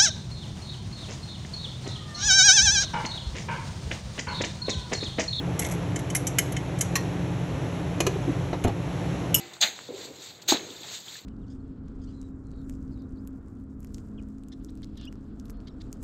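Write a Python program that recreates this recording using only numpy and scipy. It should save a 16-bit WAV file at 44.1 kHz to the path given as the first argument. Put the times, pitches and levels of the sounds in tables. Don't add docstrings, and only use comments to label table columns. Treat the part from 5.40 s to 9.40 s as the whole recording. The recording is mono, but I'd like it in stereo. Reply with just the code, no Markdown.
import sys
import numpy as np
from scipy import signal
from scipy.fft import rfft, irfft, next_fast_len
from scipy.io import wavfile
from scipy.ndimage import uniform_filter1d, map_coordinates

SR = 44100
rng = np.random.default_rng(int(sys.argv[2]) if len(sys.argv) > 2 else 0)


def master(y):
    cut = np.clip(np.atleast_2d(y).T, -1, 1)
    pcm = np.round(cut * 32767)
    wavfile.write(sys.argv[1], SR, pcm.astype(np.int16))


N = 176400

# (time [s], level [dB], body [dB], top [dB], ping [dB])
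CLINKS = [(.192, -23, -4.5, 4.5, -14.5), (.221, -36, 10.5, -11, -14), (.247, -29, 2, -7, -13),
          (.559, -29, 1, -8, -5), (.590, -39, 0, 2, -12), (.701, -30, -5.5, -5.5, -3),
          (.749, -19.5, 2.5, 5.5, -14), (.762, -25, -16, 6.5, -15), (.869, -19, -13, -3, -16.5),
          (.985, -15, 3, 3.5, -4), (1.121, -35, -3, 3, -10), (1.165, -29, 8, -14, 3.5),
          (1.387, -36.5, -8, 1, -9), (1.409, -13.5, -12, -2.5, -15)]
# (frequency [Hz], level [dB])
BOWL_MODES = [(1740, -5), (1980, -2.5), (2140, -0.5), (5960, -4), (6490, -2), (8235, -2), (9600, 1),
              (11250, -5.5)]
# (frequency [Hz], gain [dB])
CLINK_EQ = [(300, -37), (1350, -10), (2050, 3), (2600, -6), (4700, -6), (6100, 0.5), (8500, 3.5),
            (11400, -2), (12500, -19), (14000, -55)]
def tongs():
    ping_hz = 3064
    out = np.zeros((2, N))
    for s, db, body_db, top_db, ping_db in CLINKS:
        clink = blow(BOWL_MODES, CLINK_EQ, ring_db=-7, ring_t60=0.065, chatter_s=0.0054, t60=0.041,
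                     body_db=body_db, top_db=top_db)
        add(out, s, amp(db) * clink)
        add(out, s, amp(db + ping_db) * ring([(ping_hz, 0)], t60=0.056))
    return out


# (time [s], level [dB])
SLIDE = [(.2, -33), (.26, -31.5), (.32, -35), (.35, -46)]
def scrape():
    catches_per_s = 330
    slide_db = np.interp(np.arange(N) / SR, *np.transpose(SLIDE), left=-120, right=-120)
    catches = (rng.random(N) < catches_per_s / SR) * amp(slide_db + 2.6 * rng.standard_normal(N))
    rasp = blow(BOWL_MODES, CLINK_EQ, ring_db=-10, ring_t60=0.014, chatter_s=0, t60=0.023)
    return signal.fftconvolve(catches[None], rasp, axes=1)[:, :N]


# (frequency [Hz], level [dB])
POT_MODES = [(1102, -0.5), (1892, 1.5), (2705, -7), (4274, -4), (6019, -8), (7520, -7)]
# (frequency [Hz], gain [dB])
POT_EQ = [(300, -15), (1900, 1.5), (4700, -1.5), (6200, 2.5), (10000, -2), (12000, -7.5), (13000, -45)]
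def pot_knock():
    out = np.zeros((2, N))
    knock = blow(POT_MODES, POT_EQ, ring_db=-7.5, ring_t60=0.12, chatter_s=0.0066, t60=0.05)
    add(out, s=1.555, sound=amp(-17.5) * knock)
    return out


# (time [s], level [dB], body [dB], top [dB])
CLACKS = [(2.603, -17, -.5, 0), (2.666, -20, 0, 1), (3.239, -29.5, 1, 5), (3.277, -34.5, 0, 0)]
# (frequency [Hz], level [dB])
LID_MODES = [(431, 1), (1012, -5), (2460, -2.5), (2880, -3), (4200, -7.5)]
# (frequency [Hz], gain [dB])
LID_EQ = [(150, 8), (500, 9), (1200, 0), (3000, -3), (4800, -2.5), (7000, -0.5), (11500, -8), (13200, -45)]
# (time [s], pitch [Hz], level [dB])
HOLLOWS = [(2.606, 334, -17.5), (2.668, 385, -10), (2.757, 391, -17.5), (2.876, 326, -12.5),
           (2.890, 293, -10.5)]
def lid():
    out = np.zeros((2, N))
    for s, db, body_db, top_db in CLACKS:
        clack = blow(LID_MODES, LID_EQ, ring_db=-5, ring_t60=0.071, chatter_s=0.0052, t60=0.042,
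                     body_db=body_db, top_db=top_db)
        add(out, s, amp(db) * clack)
    for s, hz, db in HOLLOWS:
        add(out, s, amp(db) * ring([(hz, 0)], t60=0.076, rise_s=0.0025))
    return out


# (time [s], level [dB])
THUDS = [(3.130, -21.5), (3.247, -21.5), (3.272, -23.5), (3.291, -28.5)]
# (frequency [Hz], level [dB])
SEAT_MODES = [(105, 1.5), (250, -3.5), (367, -3), (590, -6.5)]
# (frequency [Hz], gain [dB])
THUD_EQ = [(150, 2.5), (400, 3.5), (700, 2.5), (1100, -10), (5000, -24.5), (9000, -50)]
def lid_seat():
    out = np.zeros((2, N))
    for s, db in THUDS:
        thud = blow(SEAT_MODES, THUD_EQ, ring_db=-8, ring_t60=0.11, chatter_s=0.006, t60=0.093)
        add(out, s, amp(db) * thud)
    t = np.arange(SR // 2) / SR
    decay_cycles = 35
    thump = sum(amp(db - 60 * t * hz / decay_cycles) * np.sin(2 * np.pi * hz * t)
                for hz, db in SEAT_MODES)
    add(out, s=3.249, sound=amp(-17) * thump)
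    return out


# (frequency [Hz], level [dB])
HANDLE_MODES = [(2990, -4), (5300, -6), (6820, -1.5), (8230, 0), (9040, 7), (12310, -1.5)]
# (frequency [Hz], gain [dB])
HANDLE_EQ = [(1500, -49), (3000, 3.5), (3900, -26), (6000, 2), (9000, -5), (12000, 3), (13000, -9),
             (14500, -38)]
def handle():
    out = np.zeros((2, N))
    click = blow(HANDLE_MODES, HANDLE_EQ, ring_db=-6.5, ring_t60=0.1, chatter_s=0.0047, t60=0.061)
    add(out, s=3.9435, sound=amp(-12) * click)
    return out


# (frequency [Hz], level [dB])
FAN_TONES = [(59.2, -46), (130.7, -37.5), (164.5, -44.5), (174.6, -38), (293.7, -43.5)]
# (frequency [Hz], gain [dB])
AIR_EQ = [(22, -44), (52, -12.5), (115, 0.5), (185, -5.5), (215, -18), (270, -8), (750, -16.5),
          (1250, -24.5), (2500, -28), (5200, -37.5), (11200, -43), (12300, -64.5)]
def fan():
    t = np.arange(N) / SR
    hum = np.zeros(N)
    for hz, db in FAN_TONES:
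        peak = np.sqrt(2) * amp(db + 1.8 * wobble(4.98))
        hum += peak * np.sin(2 * np.pi * (hz * t + rng.random()) + 0.31 * wobble(2.97))
    air = amp(-30.5 + 0.73 * wobble(3.99)) * noise(AIR_EQ, N)
    pan = [(70, 0.79), (200, -2.36), (500, -0.24)]  # (frequency [Hz], leftward lean [dB])
    return filtered(air + hum, lambda hz: amp(np.outer([1, -1], along(pan, hz))))


# (frequency [Hz], t60 [s])
ROOM_DECAY = [(150, 0.35), (2000, 0.45), (9000, 0.3)]
def kitchen(x):
    hz, t, spectrum = signal.stft(noise([(100, 0), (10000, 0)], SR // 2), SR, nperseg=256)
    tail = signal.istft(spectrum * amp(-60 * t / along(ROOM_DECAY, hz)[:, None]), SR, nperseg=256)[1]
    delayed = np.pad(x, ((0, 0), (SR // 200, 0)))
    return signal.fftconvolve(delayed, tail / np.linalg.norm(tail[0]), axes=1)[:, :N]


def blow(modes, eq, ring_db, ring_t60, chatter_s, t60, body_db=0, top_db=0):
    t = np.arange(SR // 2) / SR
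    shelves = [(3000, body_db), (5500, 0), (8000, 0), (10500, top_db)]
    ripple_db, ripple_hz = 6, 170
    knots = rng.standard_normal(400)
    ripple = lambda hz: np.tanh(map_coordinates(knots, [hz / ripple_hz], mode="mirror")) - 1 / 3
    chatter = filtered(noise(eq, len(t)), lambda hz: amp(along(shelves, hz) + ripple_db * ripple(hz)))
    attack = (1 - np.exp(-t / 0.00022)) ** 2
    decay = amp(-60 * np.maximum(t - chatter_s, 0) / t60)
    tones = ring([(hz, db + along(shelves, hz)) for hz, db in modes], ring_t60, scatter_db=1.5, blur=10.5)
    return chatter * attack * decay + amp(ring_db) * tones


def ring(modes, t60, rise_s=0.00073, scatter_db=0, blur=0):
    t = np.arange(SR // 2) / SR
    tones = np.zeros(len(t))
    for hz, db in modes:
        gain = amp(db + scatter_db * rng.normal())
        phase = 2 * np.pi * (hz * t + rng.random())
        drift = np.cumsum(uniform_filter1d(rng.standard_normal(len(t)), size=40)) / np.sqrt(SR)
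        tones += gain * np.sin(phase + blur * drift)
    return tones * amp(-60 * t / t60) * (1 - np.exp(-t / rise_s)) ** 2


# (frequency [Hz], left-right correlation [0..1])
CORRELATION = [(60, 0.92), (600, 0.44), (1100, 0.37), (3500, 0.39), (6000, 1)]
def noise(eq, size):
    def mid_side_gains(hz):
        width = np.arccos(np.clip(along(CORRELATION, hz), -1, 1)) / 2
        return amp(along(eq, hz)) * [np.cos(width), np.sin(width)]
    mid, side = filtered(rng.standard_normal((2, size)), mid_side_gains)
    stereo = np.array([mid + side, mid - side])
    return stereo / np.sqrt(np.mean(stereo ** 2) + 1e-20)


def amp(db):
    return 10 ** (np.asarray(db) / 20)


def along(points, hz):
    freqs, values = np.transpose(points)
    return np.interp(np.log(hz + 1), np.log(freqs + 1), values)


def wobble(rate):
    return map_coordinates(rng.standard_normal(int(N * rate / SR) + 4), [np.arange(N) * rate / SR])


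def filtered(x, response):
    n = x.shape[-1]
    padded = next_fast_len(n + SR // 8)
    return irfft(rfft(x, padded) * response(np.fft.rfftfreq(padded, 1 / SR)), padded)[..., :n]


def add(track, s, sound):
    part = track[:, round(s * SR):][:, :sound.shape[-1]]
    part += sound[..., :part.shape[1]]


def scene():
    clinks = tongs() + pot_knock() + scrape()
    clacks = lid() + lid_seat()
    click = handle()
    send = amp(-15) * clinks + amp(-14) * clacks + amp(-9) * click
    return clinks + clacks + click + kitchen(send) + fan()


# (frequency [Hz], left lead [turns])
MIC_PHASE = [(3600, 0), (4800, .5), (5800, 1), (9050, 1.5), (11900, 2)]
def record(dry):
    high_cut_hz = 14200
    lead = lambda hz: np.exp(1j * np.pi * np.outer([1, -1], np.interp(hz, *np.transpose(MIC_PHASE))))
    return filtered(dry, lambda hz: lead(hz) * (hz < high_cut_hz))


dry = scene()
out = record(dry)
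master(out)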